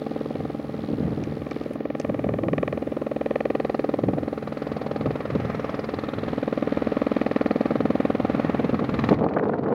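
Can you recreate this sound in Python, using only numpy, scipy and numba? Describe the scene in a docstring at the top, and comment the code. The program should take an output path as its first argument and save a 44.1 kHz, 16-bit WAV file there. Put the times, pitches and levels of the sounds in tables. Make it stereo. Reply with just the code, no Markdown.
"""A light turbine helicopter flies toward the microphone over open country, from about 340 m to 240 m.
Each main blade slaps through the tip vortices of the blades ahead and swishes past; the tail rotor
drones and the exhaust roars. Gusts buffet the stereo microphone, the last one crackling and so hard
that everything else sinks. A few small clicks sound close by, over a faint microphone hiss."""
import sys
import numpy as np
from scipy import signal
from scipy.fft import rfft, irfft, next_fast_len
from scipy.io import wavfile
from scipy.ndimage import uniform_filter1d
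from numba import njit

SR = 44100
rng = np.random.default_rng(int(sys.argv[2]) if len(sys.argv) > 2 else 0)


def to_wav(sig):
    """Store sig (one row per channel, or 1-D mono) as 16-bit WAV at the path in sys.argv[1].

    Samples outside -1..1 are clipped; the rate is SR.
    """
    pcm = np.clip(np.atleast_2d(sig), -1, 1) * 32767
    pcm = np.round(pcm).astype(np.int16)
    wavfile.write(sys.argv[1], SR, pcm.T)  # frames by channels


N = 429534
TIME = np.arange(N) / SR
TOP_HZ = 15800


def undb(db):
    """Decibels to gain."""
    return 10 ** (np.asarray(db) / 20)


def unit(x):
    """Scale to rms 1."""
    return x / np.sqrt(np.mean(x ** 2))


def curves(table):
    """The columns of a table, joined by straight lines in time."""
    times, *columns = np.transpose(table)
    return [np.interp(TIME, times, column) for column in columns]


def pan(db):
    """Left and right gains for a level difference, left minus right."""
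    return undb(np.array([[.5], [-.5]]) * db)


def late(x, ms):
    """A copy delayed by so many milliseconds."""
    return np.interp(TIME - ms / 1000, TIME, x)


def swell(start, length, attack_s, release_s):
    """Envelope that rises, holds at 1 for its length and dies away."""
    before, after = np.maximum(start - TIME, 0), np.maximum(TIME - start - length, 0)
    return np.exp(-before / attack_s - after / release_s)


def walk(per_s):
    """Smooth random wandering of rms 1."""
    hold = int(SR / per_s)
    steps = np.repeat(rng.standard_normal(N // hold + 1), hold)
    return unit(uniform_filter1d(uniform_filter1d(steps, hold), hold)[:N])


def band(x, low_hz, high_hz):
    """Band-pass whose neighbours add up to one."""
    size = next_fast_len(N + SR // 10)
    hz = np.arange(size // 2 + 1) * SR / size
    gain = 1 / (1 + (hz / high_hz) ** 8) - 1 / (1 + (hz / low_hz) ** 8)
    return irfft(rfft(x, size) * gain, size)[..., :N]


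def colour(x, points, size=4096):
    """Causal filter through (frequency [Hz], gain [dB]) points, built from the cepstrum."""
    hz, db = np.transpose(points)
    bin_hz = np.arange(size // 2 + 1) * SR / size + 1
    gain = undb(np.interp(np.log(bin_hz), np.log(hz), db))
    cepstrum = irfft(np.log(gain))[:size // 2]
    cepstrum[0] /= 2
    impulse = irfft(np.exp(rfft(2 * cepstrum, size)))
    return signal.fftconvolve(x, impulse)[:N]


def noise(points):
    """Coloured noise of rms 1."""
    return unit(colour(rng.standard_normal(N), points))


@njit
def resonance(x, hz, width_hz):
    """Band-pass whose centre may move from sample to sample."""
    out, band_state, low_state = np.empty(len(x)), 0., 0.
    for i in range(len(x)):
        tuning, damping = np.tan(np.pi * hz[i] / SR), width_hz / hz[i]
        passed = (band_state + tuning * (x[i] - low_state)) / (1 + tuning * (tuning + damping))
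        band_state = 2 * passed - band_state
        low_state += 2 * tuning * passed
        out[i] = damping * passed
    return out


# the microphone's noise floor: (frequency [Hz], gain [dB])
HISS_SPECTRUM = [(1000, 14.5), (6000, 2), (8000, -3), (9800, -0.5), (11200, 2), (12600, -4.5),
                 (16000, -2.5)]

def microphone_hiss(level_db=-57.0):
    """Steady hiss, separate on each side; part of its treble dips once, briefly."""
    hiss = undb(level_db) * np.array([noise(HISS_SPECTRUM), noise(HISS_SPECTRUM)])
    dip = swell(start=1.77, length=.18, attack_s=.01, release_s=.01)
    return hiss - band(hiss, 6300, 10500) * dip


# clicks close to the microphone: (time [s], peak level [dB], ring [Hz])
NEAR_CLICKS = [(1.2377, -29.5, 5600), (1.511, -27.5, 4530), (1.5216, -36, 4700), (1.636, -35.5, 4800),
               (1.734, -35.5, 11000), (1.9988, -26, 5840), (2.0135, -36, 5000)]

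def clicks(decay_s=0.0028, body_db=-1, body_hz=2600, top_ratio=0.6):
    """Tiny dry snaps, each a burst with a broad ring over a lower body."""
    out, t = np.zeros((2, N)), TIME[:SR // 30]
    for start, db, ring_hz in NEAR_CLICKS:
        burst = rng.standard_normal((2, len(t))) * np.exp(-t / decay_s)
        burst = burst + burst[0]  # partly shared by both sides
        ring = signal.lfilter(*signal.iirpeak(ring_hz, Q=3, fs=SR), burst)
        body = signal.lfilter(*signal.iirpeak(body_hz, Q=3, fs=SR), burst)
        lowpass = signal.butter(2, top_ratio * ring_hz, fs=SR)
        snap = signal.lfilter(*lowpass, ring + undb(body_db) * body)
        at = int(start * SR)
        out[:, at:at + len(t)] += undb(db) * snap / np.abs(snap).max()
    return out


# gusts reaching the microphone: (time [s], length [s], level [dB], left minus right [dB])
MIC_GUSTS = [(0.408, 0.0096, -32, -8), (0.71, 0.2, -35, 16), (0.925, 0.32, -27, 2.5),
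             (1.32, 0.12, -34.5, 9), (2.082, 0.062, -29.5, 6), (2.253, 0.34, -28, 7),
             (2.738, 0.072, -36, 16), (3.937, 0.077, -38.5, 11), (4.06, 0.089, -30, 17.5),
             (4.72, 0.07, -36, 6), (5.032, 0.022, -29.5, 12), (5.337, 0.093, -30, 10),
             (5.5, 0.14, -32.5, -2.5), (5.967, 0.12, -35.5, 12), (6.162, 0.19, -31.5, 9),
             (7.775, 0.31, -39, 18), (8.244, 0.46, -31.5, 11), (8.657, 0.2, -29.5, 5.5),
             (8.925, 0.24, -30.5, 14), (9.154, 0.06, -26.5, 15), (9.252, 0.49, -22.5, 3.5)]

def airflow(breeze_db=-44.5, swing_db=4.5, breeze_side_db=3.5, eddy_db=2, eddies_per_s=22):
    """Gusts add in power to a breeze and lurch with eddies; gives level and left minus right in dB."""
    power = undb(breeze_db + swing_db * np.tanh(walk(5.6))) ** 2
    lean = power * breeze_side_db
    for start, length, db, side_db in MIC_GUSTS:
        gust = (undb(db) * swell(start, length, attack_s=0.06, release_s=0.11)) ** 2
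        power, lean = power + gust, lean + gust * side_db
    return 10 * np.log10(power) + eddy_db * np.tanh(walk(eddies_per_s)), lean / power


# one pop on a microphone port: (frequency [Hz], gain [dB])
CRACKLE_SPECTRUM = [(100, -20), (300, 6), (900, 2.5), (1400, -9), (4000, -43), (8000, -74.5)]

def crackle(per_s=160, scatter_db=4):
    """Small eddies pop on a port at random moments; rms 1."""
    count = int(per_s * N / SR)
    when, size = rng.random((count, 2)).T
    polarity = (-1) ** np.arange(count)
    pops = np.zeros(N)
    pops[(when * N).astype(int)] = undb(-scatter_db * np.log(size + .03)) * polarity
    return unit(colour(pops, CRACKLE_SPECTRUM))


# rumble of a buffet: (frequency [Hz], gain [dB])
BUFFET_SPECTRUM = [(40, -30.5), (110, -8), (230, 4.5), (480, -1.5), (900, -4), (1500, -10), (4000, -31)]
# hard hits on the microphone: (time [s], level [dB], half-width [s], left minus right [dB], top [Hz])
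MIC_BUFFETS = [(0.908, -20, 0.0059, -6, 420), (1.006, -19, 0.0045, -6, 380), (1.125, -22.5, 0.01, 6, 400),
               (2.098, -20, 0.0049, 11, 447), (2.267, -21, 0.0034, -15, 495), (2.308, -24, 0.0043, -3, 496),
               (2.451, -22, 0.016, 6, 544), (4.101, -23.5, 0.0067, 4, 550), (4.177, -24.5, 0.0059, 13, 547),
               (5.068, -23, 0.0067, 19.5, 610), (5.362, -17, 0.0049, 12, 547),
               (7.719, -21, 0.0036, 19, 616), (8.381, -23.5, 0.0059, 13, 500),
               (8.605, -20, 0.0052, -3, 450), (8.645, -23.5, 0.011, 5, 453), (8.733, -19, 0.0045, 13, 497),
               (8.822, -23, 0.0088, 20, 573), (9.118, -11.5, 0.0062, 14, 530), (9.13, -15, 0.0031, 15, 900),
               (9.245, -17.5, 0.0037, 1.5, 1100), (9.266, -10.5, 0.0023, 6, 900),
               (9.37, -18, 0.0051, 16.5, 1600), (9.397, -18.5, 0.0018, 7.5, 1700),
               (9.435, -19, 0.0059, 8.5, 1500), (9.497, -14.5, 0.0027, 4.5, 1400),
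               (9.539, -18.5, 0.0044, -8.5, 1470), (9.665, -18.5, 0.0033, 1, 1500)]

def buffets():
    """Big eddies hit the ports: short bursts of rumble, each with its own brightness."""
    air, out = np.array([noise(BUFFET_SPECTRUM), noise(BUFFET_SPECTRUM)]), np.zeros((2, N))
    t = TIME[:SR // 10] - TIME[SR // 20]
    for centre, db, width, side_db, top_hz in MIC_BUFFETS:
        at = int((centre + t[0]) * SR) + np.arange(len(t))
        bell = np.exp(-.5 * (t / width) ** 2)
        burst = bell * signal.lfilter(*signal.butter(3, top_hz, fs=SR), air[:, at])
        burst *= np.linalg.norm(bell) / np.linalg.norm(burst, axis=1, keepdims=True)
        out[:, at] += undb(db) * pan(side_db) * burst
    return out


# wind on the microphone, low rumble and midrange flutter: (frequency [Hz], gain [dB])
RUMBLE_SPECTRUM = [(20, -45), (42, -27), (80, -4), (150, 2), (240, -5.5), (500, -14.5), (700, -41),
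                   (1000, -51), (5000, -75.5)]
FLUTTER_SPECTRUM = [(60, -38), (130, -9), (220, 10.5), (330, 7), (460, 13.5), (850, -4.5), (1400, -21),
                    (4000, -52), (8000, -72)]

def wind(duck_db, strong_db=-20.0, flutter_db=-4.0, crackle_db=-18):
    """Eddies rumble on each port separately; the harder the gust, the more it flutters and crackles."""
    level_db, side_db = airflow()
    force_db = level_db - duck_db - strong_db
    flutter_gain = undb(flutter_db + force_db)
    crackle_gain = undb(np.minimum(crackle_db + force_db, -3))
    ports = []
    for _ in range(2):
        rumble = noise(RUMBLE_SPECTRUM) * unit(undb(2 * walk(45)))
        flutter = noise(FLUTTER_SPECTRUM) * unit(undb(3.5 * walk(170)))
        blend = (rumble + 0.98 * flutter_gain * flutter) / np.sqrt(1 + flutter_gain ** 2)
        ports.append(blend + crackle_gain * crackle())
    air = np.array(ports) * undb(level_db) * pan(side_db) + buffets()
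    thinning = np.maximum(1 - undb(duck_db / 2), 0)  # the last gust loses deep rumble
    return air - band(air, 10, 125) * thinning


def tree_scatter(x, t60_s=0.13, wet_db=-23.5):
    """Diffuse, dull scatter from the trees and ground around, different on each side."""
    t = TIME[:SR // 2]
    tails = rng.standard_normal((2, len(t))) * np.exp(-np.log(1000) * t / t60_s)
    tails /= np.sqrt(np.sum(tails ** 2, axis=1, keepdims=True))
    return undb(wet_db) * signal.fftconvolve(band(x, 30, 1200)[None], tails, axes=1)[:, :N]


# the ground bounce reaches the microphone after the direct sound: (time [s], lag [ms])
BOUNCE_LAG = [(0, 1.77), (3.6, 1.61), (9.74, 1.65)]

def ground_bounce(x, reflection=.6):
    """Add the late copy off the ground: a comb whose teeth slide as the helicopter moves."""
    return x + reflection * late(x, curves(BOUNCE_LAG)[0])


def approach(start_m=344, closing_m_s=10.95):
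    """Gain rising as one over the distance; helicopter levels hold at the starting distance."""
    return start_m / (start_m - closing_m_s * TIME)


# the exhaust from far across the field: (frequency [Hz], gain [dB])
EXHAUST_SPECTRUM = [(25, -32.5), (70, 11.5), (150, 10.5), (250, 15), (520, 7.5), (780, 3.5), (950, -3),
                    (1220, 1.5), (1520, -3.5), (1850, 0.5), (2450, -6.5), (2900, -13), (4200, -20.5),
                    (6000, -32), (9000, -49)]
# its roar at the starting distance: (time [s], level [dB])
EXHAUST_LEVEL = [(0, -44.5), (1.5, -44.5), (2.7, -46.5), (4.1, -46), (5.0, -40), (6.2, -40.5), (8.4, -39.5),
                 (9.0, -35), (9.74, -46)]

def exhaust():
    """Broad turbine roar; its lows and highs waver separately."""
    roar = noise(EXHAUST_SPECTRUM)
    low = band(roar, 10, 1230) * undb(1.2 * walk(7))
    high = band(roar, 670, 15000) * undb(1.4 * walk(9))
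    return (low + high) * undb(curves(EXHAUST_LEVEL)[0])


# tail rasp at the starting distance: (time [s], level [dB])
RASP_LEVEL = [(0, -61), (1.4, -59), (2.2, -73), (5.9, -69), (6.6, -57), (7.8, -67)]

def tail_rasp(tail_phase, sharpness=1.4, lead_rad=0.42):
    """Each tail blade throws a short spit of hiss, a fine buzz between the main beats."""
    gate = np.exp(sharpness * np.cos(2 * np.pi * tail_phase + lead_rad))
    spits = band(rng.standard_normal(N), 2400, 4700) * gate
    return unit(spits) * undb(curves(RASP_LEVEL)[0] + 2 * walk(10))


# partials of the tail rotor: (multiple of its blade rate, relative level [dB])
TAIL_PARTIALS = [(1, -12), (2, -1.8), (3, 2), (4, -1.5), (6, -3.5), (7, -12), (8, -11.5), (11, -14)]
# its drone at the starting distance: (time [s], level [dB])
DRONE_LEVEL = [(0, -36.5), (1.2, -37.5), (4.5, -38.5), (9.74, -43)]

def tail_drone(tail_phase):
    """The tail rotor's harmonic drone; turbulent air makes each partial fade and return."""
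    angle = 2 * np.pi * tail_phase + 0.12 * walk(4.5)
    drone = np.zeros(N)
    for order, db in TAIL_PARTIALS:
        drone += undb(db + 1.32 * walk(4)) * np.sin(order * angle + rng.uniform(0, 2 * np.pi))
    return unit(drone) * undb(curves(DRONE_LEVEL)[0])


# main rotor at the microphone, its Doppler shift easing: (time [s], blade passages [1/s])
PASSAGE_RATE = [(0, 20.7117), (1.5, 20.6727), (3, 20.6101), (4.5, 20.5492), (6, 20.4034), (7.5, 20.3208),
                (9, 20.1969), (9.74, 20.2848)]

def rotor_phase(start=-.3212):
    """Running count of main blade passages, a whole number at each one."""
    return start + np.cumsum(curves(PASSAGE_RATE)[0]) / SR


# broad swish of the blade span: (frequency [Hz], gain [dB])
SWISH_SPECTRUM = [(300, 17), (700, 14.5), (1250, 21.5), (1550, 9), (2300, 7.5), (2900, 1.5), (4300, -2),
                  (5000, -21.5), (6300, -16.5), (8000, -28), (12000, -53.5)]
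# that swish at the starting distance: (time [s], level [dB])
SWISH_LEVEL = [(0, -49.5), (1.2, -56), (3.0, -46.5), (3.75, -43.5), (4.15, -47.5), (4.7, -43.5),
               (5.2, -41.5), (6.7, -43), (8.5, -41), (9.0, -37), (9.74, -41.5)]
# tip hiss, sliding as the angle to the rotor changes: (time [s], centre [Hz], level [dB])
TIP_BAND = [(0, 3980, -65), (1.1, 4300, -92), (3.0, 4300, -84), (3.75, 4230, -59), (4.1, 4140, -71),
            (4.7, 4220, -60.5), (5.2, 4560, -66.5), (5.6, 5430, -69), (5.85, 4400, -58), (6.1, 3400, -56.5),
            (6.8, 4000, -74), (7.4, 4260, -58.5), (8.4, 4170, -75), (9.0, 4060, -58)]

def blade_swish(phase, rise_cycles=0.066, fall_cycles=0.15, lead_cycles=0.042, tip_lag_ms=2.7):
    """Turbulence hisses off each advancing blade, broad from the span and narrow from the tip."""
    cycle = (phase + lead_cycles) % 1
    gate = (1 - np.exp(-(cycle / rise_cycles) ** 2)) * np.exp(-cycle / fall_cycles)
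    tip_hz, tip_db = curves(TIP_BAND)
    tip = rng.standard_normal(N)
    for _ in range(3):
        tip = resonance(tip, tip_hz, width_hz=1770.0)
    span = unit(noise(SWISH_SPECTRUM) * gate) * undb(curves(SWISH_LEVEL)[0] + 0.2 * walk(14))
    return span + unit(tip * late(gate, tip_lag_ms)) * undb(tip_db)


# tip vortices met in turn, older ones wider and duller: (delay [ms], level [dB], top [Hz])
TIP_VORTICES = [(0, -2, 8800), (2.25, -1.5, 1130), (3.949, 1, 950)]
# where the blades cut the wake: (time [s], delay [ms], focus [factor], spacing [factor])
# focus scales the vortex levels in dB (0 = all alike); spacing scales the vortex delays
WAKE_PATH = [(0, 1.5, 0.086, 1), (1.6, 1.5, 0.28, 0.98), (2.3, 2, 3.34, 0.87), (3.2, 3, 0.44, 0.93),
             (3.8, 2, 1.1, 0.98), (4.5, 0.2, 0.27, 0.96), (6.1, -0.07, 0.66, 1), (6.6, 0, 1.51, 0.95),
             (9.74, 0, 0.6, 1)]

def vortex_strikes(phase, scatter_db=1.3, jitter_ms=.1):
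    """Each blade strikes a row of vortices, one pulse from each, never quite the same twice."""
    passages = np.interp(np.arange(int(phase[-1]) + 1), phase, TIME)
    shift_ms, focus, spacing = (np.interp(passages, TIME, c) for c in curves(WAKE_PATH))
    pulses = np.zeros(N)
    for delay_ms, db, top_hz in TIP_VORTICES:
        size, jitter = rng.standard_normal((len(passages), 2)).T
        at = (passages + (shift_ms + delay_ms * spacing + jitter_ms * jitter) / 1000) * SR
        strikes = np.zeros(N)
        strikes[np.clip(at, 0, N - 1).astype(int)] = undb(db * focus + scatter_db * size)
        pulses += band(strikes, 12, top_hz)
    return pulses


# low thump under the slap, at the starting distance: (time [s], level [dB])
THUMP_LEVEL = [(0, -34.5), (1.4, -36.5), (2.0, -33), (4.1, -30.5), (4.5, -40.5), (6.2, -39.5), (6.5, -32),
               (8.0, -28.5), (9.0, -32), (9.74, -28)]
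# the thump deepens on the way in: (time [s], centre [Hz])
THUMP_CENTRE = [(0, 280), (3.6, 323), (5.3, 236), (7.2, 239), (8.6, 230)]

def blade_thump(phase, delay_ms=1.175, width_ms=1.95):
    """Each blade shoves the air aside: one short, low suction pulse."""
    from_passage_ms = 1000 * ((phase + .5) % 1 - .5) / curves(PASSAGE_RATE)[0]
    ms = from_passage_ms - curves(WAKE_PATH)[0] / 2 - delay_ms
    bell = np.exp(-.5 * (ms / width_ms) ** 2)
    pulse = -bell * np.cos(2 * np.pi * curves(THUMP_CENTRE)[0] * ms / 1000)
    return unit(band(pulse, 175, 440)) * undb(curves(THUMP_LEVEL)[0] + walk(19))


# spells in which the blades cut a vortex core: (time [s], length [s], extra crack [dB])
CORE_CUTS = [(1.495, 0.048, 13.5), (1.85, 0.9, 8), (2.506, 0.2, 7), (3.307, 0.13, 7), (3.56, 0.31, 5.5),
             (6.55, 0.55, 3), (7.2, 0.33, 11), (7.65, 1, 5), (8.97, 0.42, 21.5)]

def blade_crack(strikes, slap_db, base_db=-49, reference_slap_db=-26.5, growth=1.13):
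    """The sharp top of each strike; it outgrows the slap and flares when a vortex core is cut."""
    flare_db = sum(db * swell(start, length, attack_s=0.092, release_s=0.046)
                   for start, length, db in CORE_CUTS)
    crack_db = base_db + growth * (slap_db - reference_slap_db) + flare_db
    return unit(ground_bounce(band(strikes, 790, 12000))) * undb(crack_db + walk(15))


# one strike from far across the field: (frequency [Hz], gain [dB])
SLAP_SPECTRUM = [(115, -18.5), (300, 4.5), (480, 3), (610, -0.5), (800, -6), (950, -12), (1180, -1.5),
                 (1450, -22.5), (1800, -5.5), (2400, -8.5), (3100, -20.5), (4200, -34), (8000, -49)]
# slap at the starting distance, varying as the rotor sinks into its wake: (time [s], level [dB])
SLAP_LEVEL = [(0, -36.5), (0.3, -34.5), (0.6, -40), (1.35, -41), (1.85, -33), (2.15, -28.5), (2.65, -29.5),
              (2.9, -32.5), (3.4, -27), (4.15, -32), (4.42, -38), (5.0, -33), (6.25, -37), (6.55, -29),
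              (7.4, -30.5), (8.15, -31.5), (9.05, -40), (9.74, -35)]
# knock near 800 Hz, where the vortices add up or cancel: (time [s], gain within the slap [dB])
KNOCK_GAIN = [(0.2, 4.5), (1.1, 3.5), (1.8, -6), (2.6, -12), (3.3, -1.5), (3.9, 4.5), (4.3, 0.5),
              (6.7, -7.5), (7.5, 0), (8.4, 6.5), (9.74, -9)]

def blade_slap(phase, echo_ms=5.097, echo_db=-16.5):
    """The vortex strikes as they reach the microphone: a midrange slap, its close echo and a crack."""
    strikes = colour(vortex_strikes(phase), SLAP_SPECTRUM)
    slap_db = curves(SLAP_LEVEL)[0]
    knock = band(strikes, 664, 925) * undb(curves(KNOCK_GAIN)[0])
    slap = unit(band(strikes, 280, 663) + knock) * undb(slap_db)
    return slap + undb(echo_db) * late(slap, echo_ms) + blade_crack(strikes, slap_db)


# everything but the wind sinks under the last gust: (time [s], gain [dB])
GUST_DUCKING = [(0, 0.5), (8.6, 0.5), (8.85, -2), (9.1, 2), (9.2, -11.5), (9.74, -14)]

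def scene(tail_gearing=3.536):
    """Open country: the helicopter closing in almost dead ahead, clicks nearby, wind on the microphone."""
    phase = rotor_phase()
    tail_phase = tail_gearing * phase
    main_rotor = blade_thump(phase) + blade_slap(phase) + blade_swish(phase)
    tail_rotor = tail_drone(tail_phase) + tail_rasp(tail_phase)
    helicopter = approach() * (main_rotor + tail_rotor + exhaust())
    outdoors = helicopter * pan(-1.15) + tree_scatter(helicopter) + clicks()
    duck_db = curves(GUST_DUCKING)[0]
    return (outdoors + microphone_hiss()) * undb(duck_db) + wind(duck_db)


# two narrow hollows in the whole sound, near 370 and 970 Hz: (frequency [Hz], Q, depth [0-1])
TONE_HOLLOWS = [(370, 15.6, 0.61), (972, 8.3, 0.31)]

def record(dry, low_cut_hz=38, fade_s=.004):
    """The whole sound loses its deepest bass, has two hollows and clips at full scale; the top is cut."""
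    x = signal.sosfilt(signal.butter(2, low_cut_hz, "high", fs=SR, output="sos"), dry)
    for hz, q, depth in TONE_HOLLOWS:
        x = x - depth * signal.lfilter(*signal.iirpeak(hz, q, fs=SR), x)
    fade_out = np.minimum((TIME[-1] - TIME) / fade_s, 1)
    top_cut = signal.ellip(10, .1, 80, TOP_HZ, fs=SR, output="sos")
    return signal.sosfilt(top_cut, np.clip(x, -1, 1) * fade_out)


dry = scene()
out = record(dry)
to_wav(out)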